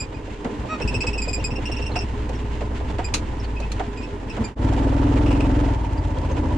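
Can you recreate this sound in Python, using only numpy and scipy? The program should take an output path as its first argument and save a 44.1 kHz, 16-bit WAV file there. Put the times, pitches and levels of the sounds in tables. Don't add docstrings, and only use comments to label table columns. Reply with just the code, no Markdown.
import sys
import numpy as np
from scipy import signal
from scipy.fft import rfft, irfft, next_fast_len
from scipy.io import wavfile

SR = 44100
rng = np.random.default_rng(int(sys.argv[2]) if len(sys.argv) > 2 else 0)


def master(y):
    cut = np.clip(np.atleast_2d(y).T, -1, 1)
    pcm = np.round(cut * 32767)
    wavfile.write(sys.argv[1], SR, pcm.astype(np.int16))


N = 289737
T = np.arange(N) / SR
FFT_SIZE = next_fast_len(N + SR // 4, real=True)
FREQ_HZ = np.maximum(np.arange(FFT_SIZE // 2 + 1) * SR / FFT_SIZE, 1)
PULL_START_S = 4.553

# frequency in Hz, relative level in dB.
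STRAW_SPECTRUM = [(600, -8), (1500, 6), (2800, 6.5), (4000, -3), (5500, -9.5), (7500, -9.5), (9500, -29),
                  (11000, -23), (12500, -62), (14500, -70)]


def undb(db):
    return np.exp(np.asarray(db) * (np.log(10) / 20))


def unit(x):
    return x / np.sqrt(np.mean(x ** 2))


def noise():
    return rng.standard_normal((2, N))


def wander(rate_hz):
    return np.interp(T * rate_hz, np.arange(16384), 1.2 * rng.standard_normal(16384))


def curves(table):
    times_s, *columns = np.transpose(table)
    return [np.interp(T, times_s, column) for column in columns]


def layer_gains(effort, layers):
    effort_db = curves(effort)[0]
    return {name: undb(db + slope * effort_db) for name, (db, slope) in layers.items()}


def shape(points):
    hz, db = np.transpose(points)
    return undb(np.interp(np.log(FREQ_HZ), np.log(hz), db))


def resonance(hz, width_hz):
    return 1 / (1 + 1j * (FREQ_HZ ** 2 - hz ** 2) / (FREQ_HZ * width_hz))


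def modes(table):
    return sum(undb(db) * resonance(hz, width_hz) for hz, width_hz, db in table)


def spread(pair, response, left_db):
    # frequency in Hz, side over mid in dB.
    stereo_width = [(150, -15.5), (300, -22), (520, -6.5), (1000, -0.5), (2500, -5.5), (8000, 0.5)]
    spectra = rfft(pair, FFT_SIZE) * response / np.sqrt(np.mean(np.abs(response) ** 2))
    mid = irfft(spectra[0], FFT_SIZE)[:N]
    side = irfft(spectra[1] * shape(stereo_width), FFT_SIZE)[:N]
    return np.array([mid + side, mid - side]) * undb([[left_db / 2], [-left_db / 2]])


def add(track, start_s, sound):
    i = max(int(start_s * SR), 0)
    track[i:i + len(sound)] += sound[:N - i]


def blows(rows, rise_s):
    out, t = np.zeros(N), T[:SR // 4]
    attack = 1 - np.exp(-(t / rise_s) ** 2)
    for start_s, db, decay_s in rows:
        add(out, start_s, undb(db) * attack * np.exp(-t / decay_s))
    return out


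def count_cycles(firing_hz, zero_s):
    cycles = np.cumsum(firing_hz) / SR
    return cycles - np.interp(zero_s, T, cycles)


def throb(cycles, lag, swing_db):
    return unit(undb(swing_db * np.cos(2 * np.pi * (cycles - lag))))


def cabin(x, wet_db, decay_s=0.016):
    t = T[:SR // 10]
    echoes = rng.standard_normal((2, len(t))) * np.exp(-t / decay_s) * (t > .002)
    echoes = unit(echoes) / np.sqrt(len(t))
    return x + undb(wet_db) * signal.oaconvolve(x[None], echoes, axes=1)[:, :N]


def rumble():
    spectrum = shape([(14, -48), (28, -6), (45, 0), (100, 12), (170, .5), (240, -4.5),
                      (400, -40), (900, -57)])
    return spread(noise(), spectrum, left_db=-2.3)


def crunch(shake, patchy_db):
    grains = noise() * undb(1.5 * np.minimum(rng.exponential(size=N), 7))
    clusters = undb(patchy_db * wander(45) + 1.1 * wander(400))
    return spread(unit(grains * shake * clusters), shape(STRAW_SPECTRUM), left_db=-2.8)


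def twig_snaps(count=70, loudest_db=-37, range_db=15, decay_s=.002, low_cut_hz=3500):
    when, softness = rng.random((count, 2)).T
    starts_s = PULL_START_S + when * (T[-1] - PULL_START_S)
    levels_db = loudest_db - range_db * np.sqrt(softness)
    envelope = blows([(s, db, decay_s) for s, db in zip(starts_s, levels_db)], rise_s=.0003)
    response = shape(STRAW_SPECTRUM) / (1 + (low_cut_hz / FREQ_HZ) ** 4)
    return spread(envelope * noise(), response, left_db=-2.8)


def body_drone():
    # frequency in Hz, width in Hz, relative gain in dB before squaring.
    body_modes = [(299.7, 17, 4.5), (411.2, 22, 3), (449, 60, -4)]
    # time in seconds, level in dB.
    levels = [(0, -38.5), (.22, -41), (.5, -37), (.7, -41.5), (1.0, -40)]
    return undb(curves(levels)[0]) * spread(noise(), modes(body_modes) ** 2, left_db=-.55)


def axle_whine():
    # time in seconds, level in dB.
    levels = [(4.6, -59), (5.5, -53), (5.85, -38.5), (6.1, -52), (6.57, -64)]
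    return undb(curves(levels)[0]) * spread(noise(), resonance(hz=903, width_hz=130) ** 2, left_db=-1)


def fitting_chirps(swell_s=.0029, rasp=.04):
    # start in seconds, level in dB, pitch in Hz.
    rubs = [(1.916, -38, 4100), (1.988, -26, 5360), (2.352, -42.5, 5390), (3.398, -40, 5470),
            (3.442, -40.5, 4390), (5.976, -44, 4740), (6.172, -44, 3330), (6.313, -44, 6400)]
    out, t, flutter = np.zeros(N), T[:SR // 8], wander(1500)
    envelope = t / swell_s * np.exp(1 - t / swell_s)
    for start_s, db, hz in rubs:
        pitch_hz = hz * (1 + rasp * flutter[int(start_s * SR):][:len(t)])
        add(out, start_s, undb(db) * envelope * np.sin(2 * np.pi * np.cumsum(pitch_hz) / SR))
    return cabin(out, wet_db=-1, decay_s=.015)


def belt_chirp(start_s=.683, length_s=.089, hz=1220, arch=.032, level_db=-30):
    # multiple of the pitch, relative level in dB.
    partials = [(.5, -7), (1, 4.5), (1.5, -9), (2, -2.5), (3, -16), (3.5, -19.5), (4.5, -19), (6, -22)]
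    progress = np.clip((T - start_s) / length_s, 0, 1)
    grip = np.sin(np.pi * progress).clip(0) ** .9
    pitch_hz = hz * (1 + arch * np.sin(np.pi * progress ** .9)) * (1 + .026 * wander(2200))
    phase = 2 * np.pi * np.cumsum(pitch_hz) / SR
    tone = sum(undb(db) * np.sin(k * phase) for k, db in partials)
    return cabin(tone * undb(level_db + .74 * wander(350)) * grip, wet_db=-5)


def joint_scrapes():
    # start in seconds, level in dB, decay in seconds.
    scrapes = [(5.255, -40, 0.083), (5.304, -27, 0.014), (5.396, -34, 0.027)]
    # frequency in Hz, width in Hz, relative gain in dB.
    joint_modes = [(2610, 480, 2), (5240, 1100, -16.5), (7800, 1000, -21.5)]
    catches = blows(scrapes, rise_s=.0054) * undb(3.2 * wander(250)) * noise()
    response = sum(undb(db) * resonance(hz, width_hz) ** 2 for hz, width_hz, db in joint_modes)
    return spread(catches, response, left_db=-1.8)


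def joint_squeaks(full_slip_s=.032, weak_db=-38.5, trim_db=-.44):
    # start in seconds, relative level in dB, pitch in Hz, brightness in dB.
    slips = [(0.001, -33, 2440, -3.5), (0.143, -42, 2456, -13.5), (0.812, -32, 2710, -17.5),
             (0.876, -29, 2665, -12), (0.941, -27, 2684, -12), (1.005, -27.5, 2650, -13),
             (1.067, -30.5, 2622, -10), (1.13, -31.5, 2747, -15.5), (1.177, -33, 2593, -8),
             (1.218, -30.5, 2438, -3), (1.279, -33, 2496, -5.5), (1.331, -29, 2447, -3),
             (1.39, -39, 2710, -21), (1.441, -30.5, 2485, -4), (1.505, -36, 2703, -18),
             (1.555, -33, 2757, -19), (1.655, -30.5, 2747, -16.5), (1.713, -33, 2760, -15.5),
             (1.764, -34.5, 2780, -19), (1.814, -34, 2735, -16), (1.859, -33.5, 2713, -14.5),
             (1.958, -28.5, 2685, -15), (2.009, -37, 2690, -13), (3.043, -35, 2433, -3.5),
             (3.562, -40, 2610, -35), (3.62, -39, 2595, -33), (3.974, -39, 2460, -9),
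             (4.029, -40, 2627, -14), (4.295, -39, 2620, -15), (4.44, -37.5, 2403, -7)]
    # multiple of the pitch, relative level in dB, dB per dB of brightness.
    partials = [(2, 1.5, 0.58), (3, 6, 1.44), (4, -19, 1), (5, -36, 0.8)]
    # pitch in Hz, flutter and arch as shares of the pitch.
    grain = [(2470, .007, -.01), (2656, .031, .03), (2750, .03, .03)]
    grain_hz, rasps, arches = np.transpose(grain)
    out, flutter, grip = np.zeros(N), wander(1400), wander(450)
    for start_s, db, hz, bright_db in slips:
        share = np.clip(undb(db - weak_db), .7, 1)
        progress = np.linspace(0, 1, int(share * full_slip_s * SR))
        span = int(start_s * SR) + np.arange(len(progress))
        rasp = (np.interp(hz, grain_hz, rasps) + .04 * (1 - share)) * (1.4 - .8 * progress)
        bend = np.interp(hz, grain_hz, arches) * (np.sin(np.pi * progress ** 1.51) - .8)
        phase = 2 * np.pi * np.cumsum(hz * (1 + bend + rasp * flutter[span])) / SR
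        pressure = np.sin(np.pi * progress ** .32).clip(0) * undb(1.75 * grip[span])
        overtones = sum(undb(k_db + slope * bright_db) * np.sin(k * phase) for k, k_db, slope in partials)
        add(out, start_s, undb(db + trim_db) * pressure * (np.sin(phase) + pressure * overtones))
    return cabin(out, wet_db=4.5, decay_s=.014) * undb([[-1.5], [1.5]])


def panel_thud(envelope, dull_hz):
    # frequency in Hz, relative level in dB.
    spectrum = [(100, -13), (250, 3), (480, 4.5), (680, 0.5), (1000, -4), (1400, -7), (2000, -12.5),
                (4000, -34), (9000, -89), (14000, -110)]
    # frequency in Hz, width in Hz, gain in dB re that spectrum.
    hollow_modes = [(496, 66, -45), (686, 14, -21), (912, 71, -4)]
    response = shape(spectrum) * (1 + modes(hollow_modes)) / np.hypot(1, (FREQ_HZ / dull_hz) ** 3)
    return spread(envelope * noise(), response, left_db=-3.5)


def panel_rings(strikes, rise_s=.0063, decay_s=.02):
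    out, t, flutter = np.zeros(N), T[:SR // 8], wander(500)
    envelope = (1 - np.exp(-(t / rise_s) ** 2)) * np.exp(-t / decay_s)
    for start_s, db, hz in strikes:
        pitch_hz = hz * (1 + .09 * flutter[int(start_s * SR):][:len(t)])
        add(out, start_s, undb(db) * envelope * np.sin(2 * np.pi * np.cumsum(pitch_hz) / SR))
    return cabin(out, wet_db=-9.5) * undb([[-1.5], [1.5]])


def panel_taps(decay_s=.015, ring_hz=503, ring_db=-14.5):
    # start in seconds, relative level in dB.
    taps = [(.118, -27), (0.273, -25), (.632, -18.5), (0.926, -19), (1.144, -21.5), (1.268, -19.5),
            (1.374, -21.5), (1.485, -23.5), (1.575, -22), (1.684, -23), (1.787, -25.5), (1.890, -20),
            (2.080, -36), (2.287, -21), (2.445, -41), (2.549, -50), (2.700, -24.5), (2.8, -21.5),
            (2.890, -23), (3.218, -37), (3.324, -39), (3.436, -33), (3.594, -21.5), (3.945, -38),
            (4.068, -30), (4.222, -30)]
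    envelope = blows([(s, db, decay_s) for s, db in taps], rise_s=.012)
    thud = undb(.5) * panel_thud(envelope, dull_hz=890)
    return thud + panel_rings([(s, db + ring_db, ring_hz) for s, db in taps])


def panel_knocks(decay_s=.014):
    # start in seconds, relative thud and ring levels in dB, ring pitch in Hz.
    bumps = [(0.445, -20.5, -25.5, 696), (0.8, -20.5, -23, 474), (1.035, -21, -21.5, 504),
             (1.955, -17, -19.5, 693), (2.608, -21.5, -25.5, 597), (2.984, -16.5, -23, 711),
             (3.795, -16.5, -18, 693), (4.366, -19.5, -26.5, 518)]
    hits = [(s, db, decay_s) for s, db, _, _ in bumps]
    thud = panel_thud(blows(hits, rise_s=.0076), dull_hz=4000)
    ring = panel_rings([(s, db, hz) for s, _, db, hz in bumps])
    edge = spread(blows(hits, rise_s=.0004) * noise(), shape(STRAW_SPECTRUM), left_db=-1.5)
    return undb(-1.5) * thud + ring + undb(-17) * edge


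def body_jolts(decay_s=.066):
    # start in seconds, level in dB.
    ruts = [(0.443, -24), (0.809, -32), (2.24, -37), (3.14, -28), (4.378, -26)]
    # frequency in Hz, width in Hz, relative gain in dB.
    low_modes = [(228.4, 35, 1), (304, 52, -10.5), (419, 61, -6)]
    envelope = blows([(s, db, decay_s) for s, db in ruts], rise_s=.0042)
    return spread(envelope * noise(), modes(low_modes) / (1 + (FREQ_HZ / 700) ** 4), left_db=-.53)


def latch_clacks():
    # start in seconds, relative level in dB, decay in seconds.
    clacks = [(0.4445, -27, 0.0028), (2.291, -29, 0.0058), (3.1379, -11.5, 0.016), (3.599, -34, 0.011),
              (3.716, -25, 0.01)]
    # frequency in Hz, relative level in dB.
    spectrum = [(400, -12), (1300, 6), (1900, -4.5), (2500, 9.5), (3300, -0.5), (4200, 8.5), (5200, -2),
                (6500, 3), (8500, -8), (11000, -16), (14000, -36.5)]
    contact = blows(clacks, rise_s=.0021) * noise() * undb(.94 * wander(360))
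    return undb(-5.5) * spread(contact, shape(spectrum), left_db=-.4)


def panel_rattle(pulses, shake, repeat_db):
    # frequency in Hz, relative level in dB.
    spectrum = [(150, 2), (330, 8.5), (480, -1.5), (750, -4), (1000, -6), (1200, -10.5), (1900, -11),
                (2800, -30), (5000, -28.5), (10000, -38), (13000, -100)]
    # frequency in Hz, width in Hz, gain in dB re that spectrum.
    panel_modes = [(419, 15, -8), (525, 21, -3), (654, 24, -2), (898, 56, 6.5), (993, 34, 4.5)]
    t = T[:SR // 8]
    pattern = rng.standard_normal((2, len(t))) * np.exp(-t / .064)
    repeating = unit(signal.oaconvolve(pulses[None], pattern, axes=1)[:, :N])
    buzz = (noise() * undb(wander(70)) + undb(repeat_db) * repeating) * shake
    return spread(unit(buzz), shape(spectrum) * (1 + modes(panel_modes)), left_db=-3.5)


def canopy_chatter(cycles, firing_hz, screen_hz=981):
    # frequency in Hz, width in Hz, relative gain in dB.
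    canopy_modes = [(530, 55, 12.5), (910, 70, -4), (951, 19, -3.5)]
    # firing rate in Hz, level in dB.
    levels = [(14.5, -37.5), (15.5, -51.5), (20, -55)]
    response = modes(canopy_modes) / (1 + (FREQ_HZ / 1250) ** 8)
    canopy = spread(throb(cycles, .88, 12) * noise(), response, left_db=-1)
    phase = 2 * np.pi * np.cumsum(screen_hz * (1 + .04 * wander(400))) / SR
    screen = cabin(throb(cycles, .9, 14) * np.sin(phase), wet_db=-22, decay_s=.009)
    return undb(np.interp(firing_hz, *np.transpose(levels))) * (canopy + screen)


def block_clatter(cycles):
    # frequency in Hz, width in Hz, gain in dB before the band shaping.
    block_modes = [(1200, 210, -2.5), (1330, 80, -2.5), (1800, 170, -29), (2780, 660, -11)]
    band = shape([(600, -27), (1000, -3), (3000, -3.5), (6000, -11.5), (12000, -58.5)])
    return spread(throb(cycles, .78, 5.1) * noise(), modes(block_modes) * band, left_db=-1)


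def pulse_train(cycles, scatter_db, jitter_s, limp_db=.2):
    onsets = np.flatnonzero(np.diff(np.floor(cycles)))
    size_error, time_error = rng.standard_normal((len(onsets), 2)).T
    sizes = undb(limp_db * (-1) ** np.floor(cycles[onsets]) + scatter_db * size_error)
    jittered = np.clip(onsets + (jitter_s * SR * time_error).astype(int), 0, N - 1)
    pulses = np.zeros(N)
    pulses[jittered] = unit(sizes) * np.sqrt(np.gradient(onsets))
    return pulses


def muffler_hum(cycles):
    # multiple of the firing rate, relative level in dB.
    orders = [(1, -4.5), (3, 3.5)]
    tone = sum(undb(db) * np.sin(2 * np.pi * k * cycles) for k, db in orders)
    return unit(tone * undb(.49 * wander(36)))


def exhaust(pulses, cycles, chamber_modes, gas_db, top_hz):
    gas = undb(gas_db) * throb(cycles, .2, 5) * noise()
    chambers = sum((-1) ** k * undb(db) * resonance(hz, width_hz) ** 2
                   for k, (hz, width_hz, db) in enumerate(chamber_modes))
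    return unit(spread(pulses + gas, chambers / (1 + (FREQ_HZ / top_hz) ** 4), left_db=-1.7))


def creeping():
    # time in seconds, firing rate in Hz.
    speed = [(0.0, 13.38), (0.61, 14.4), (0.71, 16.21), (2.03, 20.39), (2.48, 18.74), (2.94, 21.9),
             (4.46, 13.09)]
    # time in seconds, engine effort in dB re steady creeping.
    effort = [(0, -16), (.4, -2), (.66, -1), (.77, 11), (.84, 5), (1.4, 4), (2.85, 0.5), (3.75, -2),
              (3.98, -1.5), (4.28, -5.5), (4.44, 8)]
    layers = {"bark": (-40, 0.44), "crunch": (-47, 0.3)}
    # time in seconds, hum level in dB, boom level in dB.
    low_levels = [(0, -40, -34.5), (.25, -38.5, -35.5), (.45, -37, -40.5), (.65, -50, -27.5),
                  (.775, -55, -42), (.83, -29, -25.5), (1.0, -31, -27.5), (1.2, -25, -30.5),
                  (2.0, -25, -30.5), (2.75, -24, -30), (3.0, -26.5, -30.5), (3.7, -24.5, -32),
                  (4.0, -38, -34.5), (4.25, -35, -33), (4.45, -42, -28)]
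    # time in seconds, level in dB.
    rattle_levels = [(0, -38), (.36, -41), (.5, -34.5), (.68, -37), (.9, -34.5), (1.3, -37.5), (2.1, -36.5),
                     (3.2, -36.5), (3.9, -38), (4.3, -38), (4.44, -33)]
    # frequency in Hz, width in Hz, relative gain in dB.
    muffler_modes = [(20.2, 1.9, -8), (51.8, 17.2, 2), (95, 70, -2), (129.4, 54, -14)]
    pipe_modes = [(213.6, 34, -1.5), (254.5, 17.4, 2.5), (296, 20.5, -3.5), (418, 40, -32), (544, 44, -58)]
    gain = layer_gains(effort, layers)
    hum_db, boom_db = curves(low_levels)
    cycles = count_cycles(curves(speed)[0], zero_s=1.02)
    pulses = pulse_train(cycles, scatter_db=1.5, jitter_s=.0005, limp_db=5)
    boom = exhaust(pulses, cycles, muffler_modes, gas_db=-12, top_hz=220)
    bark = exhaust(pulses, cycles, pipe_modes, gas_db=1, top_hz=750) * throb(cycles / 2, .47, 1.7)
    hum = muffler_hum(cycles)
    drone = body_drone()
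    low_end = boom + undb(-6) * rumble()
    chug = throb(cycles, .42, 1) * throb(cycles / 2, .35, .73)
    rattle = panel_rattle(pulses, chug, repeat_db=-5)
    straw = crunch(throb(cycles, .41, 1), patchy_db=2)
    return (undb(hum_db) * hum + undb(boom_db) * low_end + gain["bark"] * bark + drone
            + undb(curves(rattle_levels)[0]) * rattle + gain["crunch"] * straw)


def pulling():
    # time in seconds, firing rate in Hz.
    speed = [(4.6, 19.48), (5.42, 21.5), (5.69, 20.78), (5.88, 16.9), (6.19, 14.47), (6.57, 14.41)]
    # time in seconds, engine effort in dB re open throttle.
    effort = [(4.62, -2.5), (5.25, 1.5), (5.71, -2.5), (5.78, -14), (6.02, -15), (6.4, -8), (6.57, -7)]
    layers = {"boom": (-18.5, 0.42), "bark": (-22, 0.96), "rattle": (-30.5, 0.34), "crunch": (-44, 0.3),
              "clatter": (-46, 1), "thud": (-32.5, 0.7)}
    # mode frequency in Hz, width in Hz, relative gain in dB.
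    muffler_loaded = [(44.6, 14, 14), (58.8, 30, 7), (101.6, 49, 7.5), (140.7, 6.9, 4)]
    muffler_coasting = [(31, 7.8, -32), (68.5, 60, 5), (86.3, 7.1, 0), (125.4, 15, 0.5)]
    pipe_loaded = [(262, 57, 0.5), (308, 47, -2), (387, 160, -17.5), (585, 52, -13)]
    gain = layer_gains(effort, layers)
    firing_hz = curves(speed)[0]
    cycles = count_cycles(firing_hz, zero_s=4.692)
    load = np.interp(firing_hz, [17, 19.3], [.15, 1])
    gas_db = np.interp(firing_hz, [17, 19.3], [0, -8])
    intake_lag, pipe_lag, echo_lag = .345, .059, .3

    pulses = pulse_train(cycles, scatter_db=.6, jitter_s=.00012)
    gulps = pulse_train(cycles - intake_lag, scatter_db=.8, jitter_s=.0002)
    hard = exhaust(unit(pulses + .4 * gulps), cycles, muffler_loaded, gas_db=-21, top_hz=220)
    soft = exhaust(unit(pulses + .6 * gulps), cycles, muffler_coasting, gas_db=-14, top_hz=220)
    boom = np.sqrt(load) * hard + np.sqrt(1 - load) * soft

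    puffs = pulse_train(cycles - pipe_lag, scatter_db=1.2, jitter_s=.0002)
    pipe_echoes = pulse_train(cycles - pipe_lag - echo_lag, scatter_db=1.2, jitter_s=.0002)
    bark = exhaust(unit(puffs + undb(-2.5) * pipe_echoes), cycles - .5, pipe_loaded, gas_db, top_hz=750)

    clatter = block_clatter(cycles)
    chatter = canopy_chatter(cycles, firing_hz)
    thud = panel_thud(throb(cycles, .68, 8), dull_hz=900)
    axle = axle_whine()
    rattle = panel_rattle(pulses, throb(cycles, .91, 2), repeat_db=4)
    low_end = throb(cycles, .38, 1.5) * (boom + undb(-15) * rumble())
    straw = crunch(throb(cycles, .88, 2.5), patchy_db=1.5)
    return (gain["boom"] * low_end + gain["bark"] * bark + gain["thud"] * thud + axle + chatter
            + gain["clatter"] * clatter + gain["rattle"] * rattle + gain["crunch"] * straw)


def scene():
    fade_out_s, fade_in_s = .097, .077
    fade = np.interp(T - PULL_START_S, [-fade_out_s, 0, fade_in_s], [1, 0, 1]) ** .95
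    ride = np.where(T < PULL_START_S, creeping(), pulling())
    impacts = panel_knocks() + body_jolts() + latch_clacks() + panel_taps()
    friction = joint_squeaks() + joint_scrapes() + fitting_chirps() + belt_chirp()
    return (ride + impacts + friction + twig_snaps()) * fade


def record(dry):
    return signal.sosfilt(signal.ellip(8, .2, 80, 14900, fs=SR, output="sos"), dry)


dry = scene()
out = record(dry)
master(out)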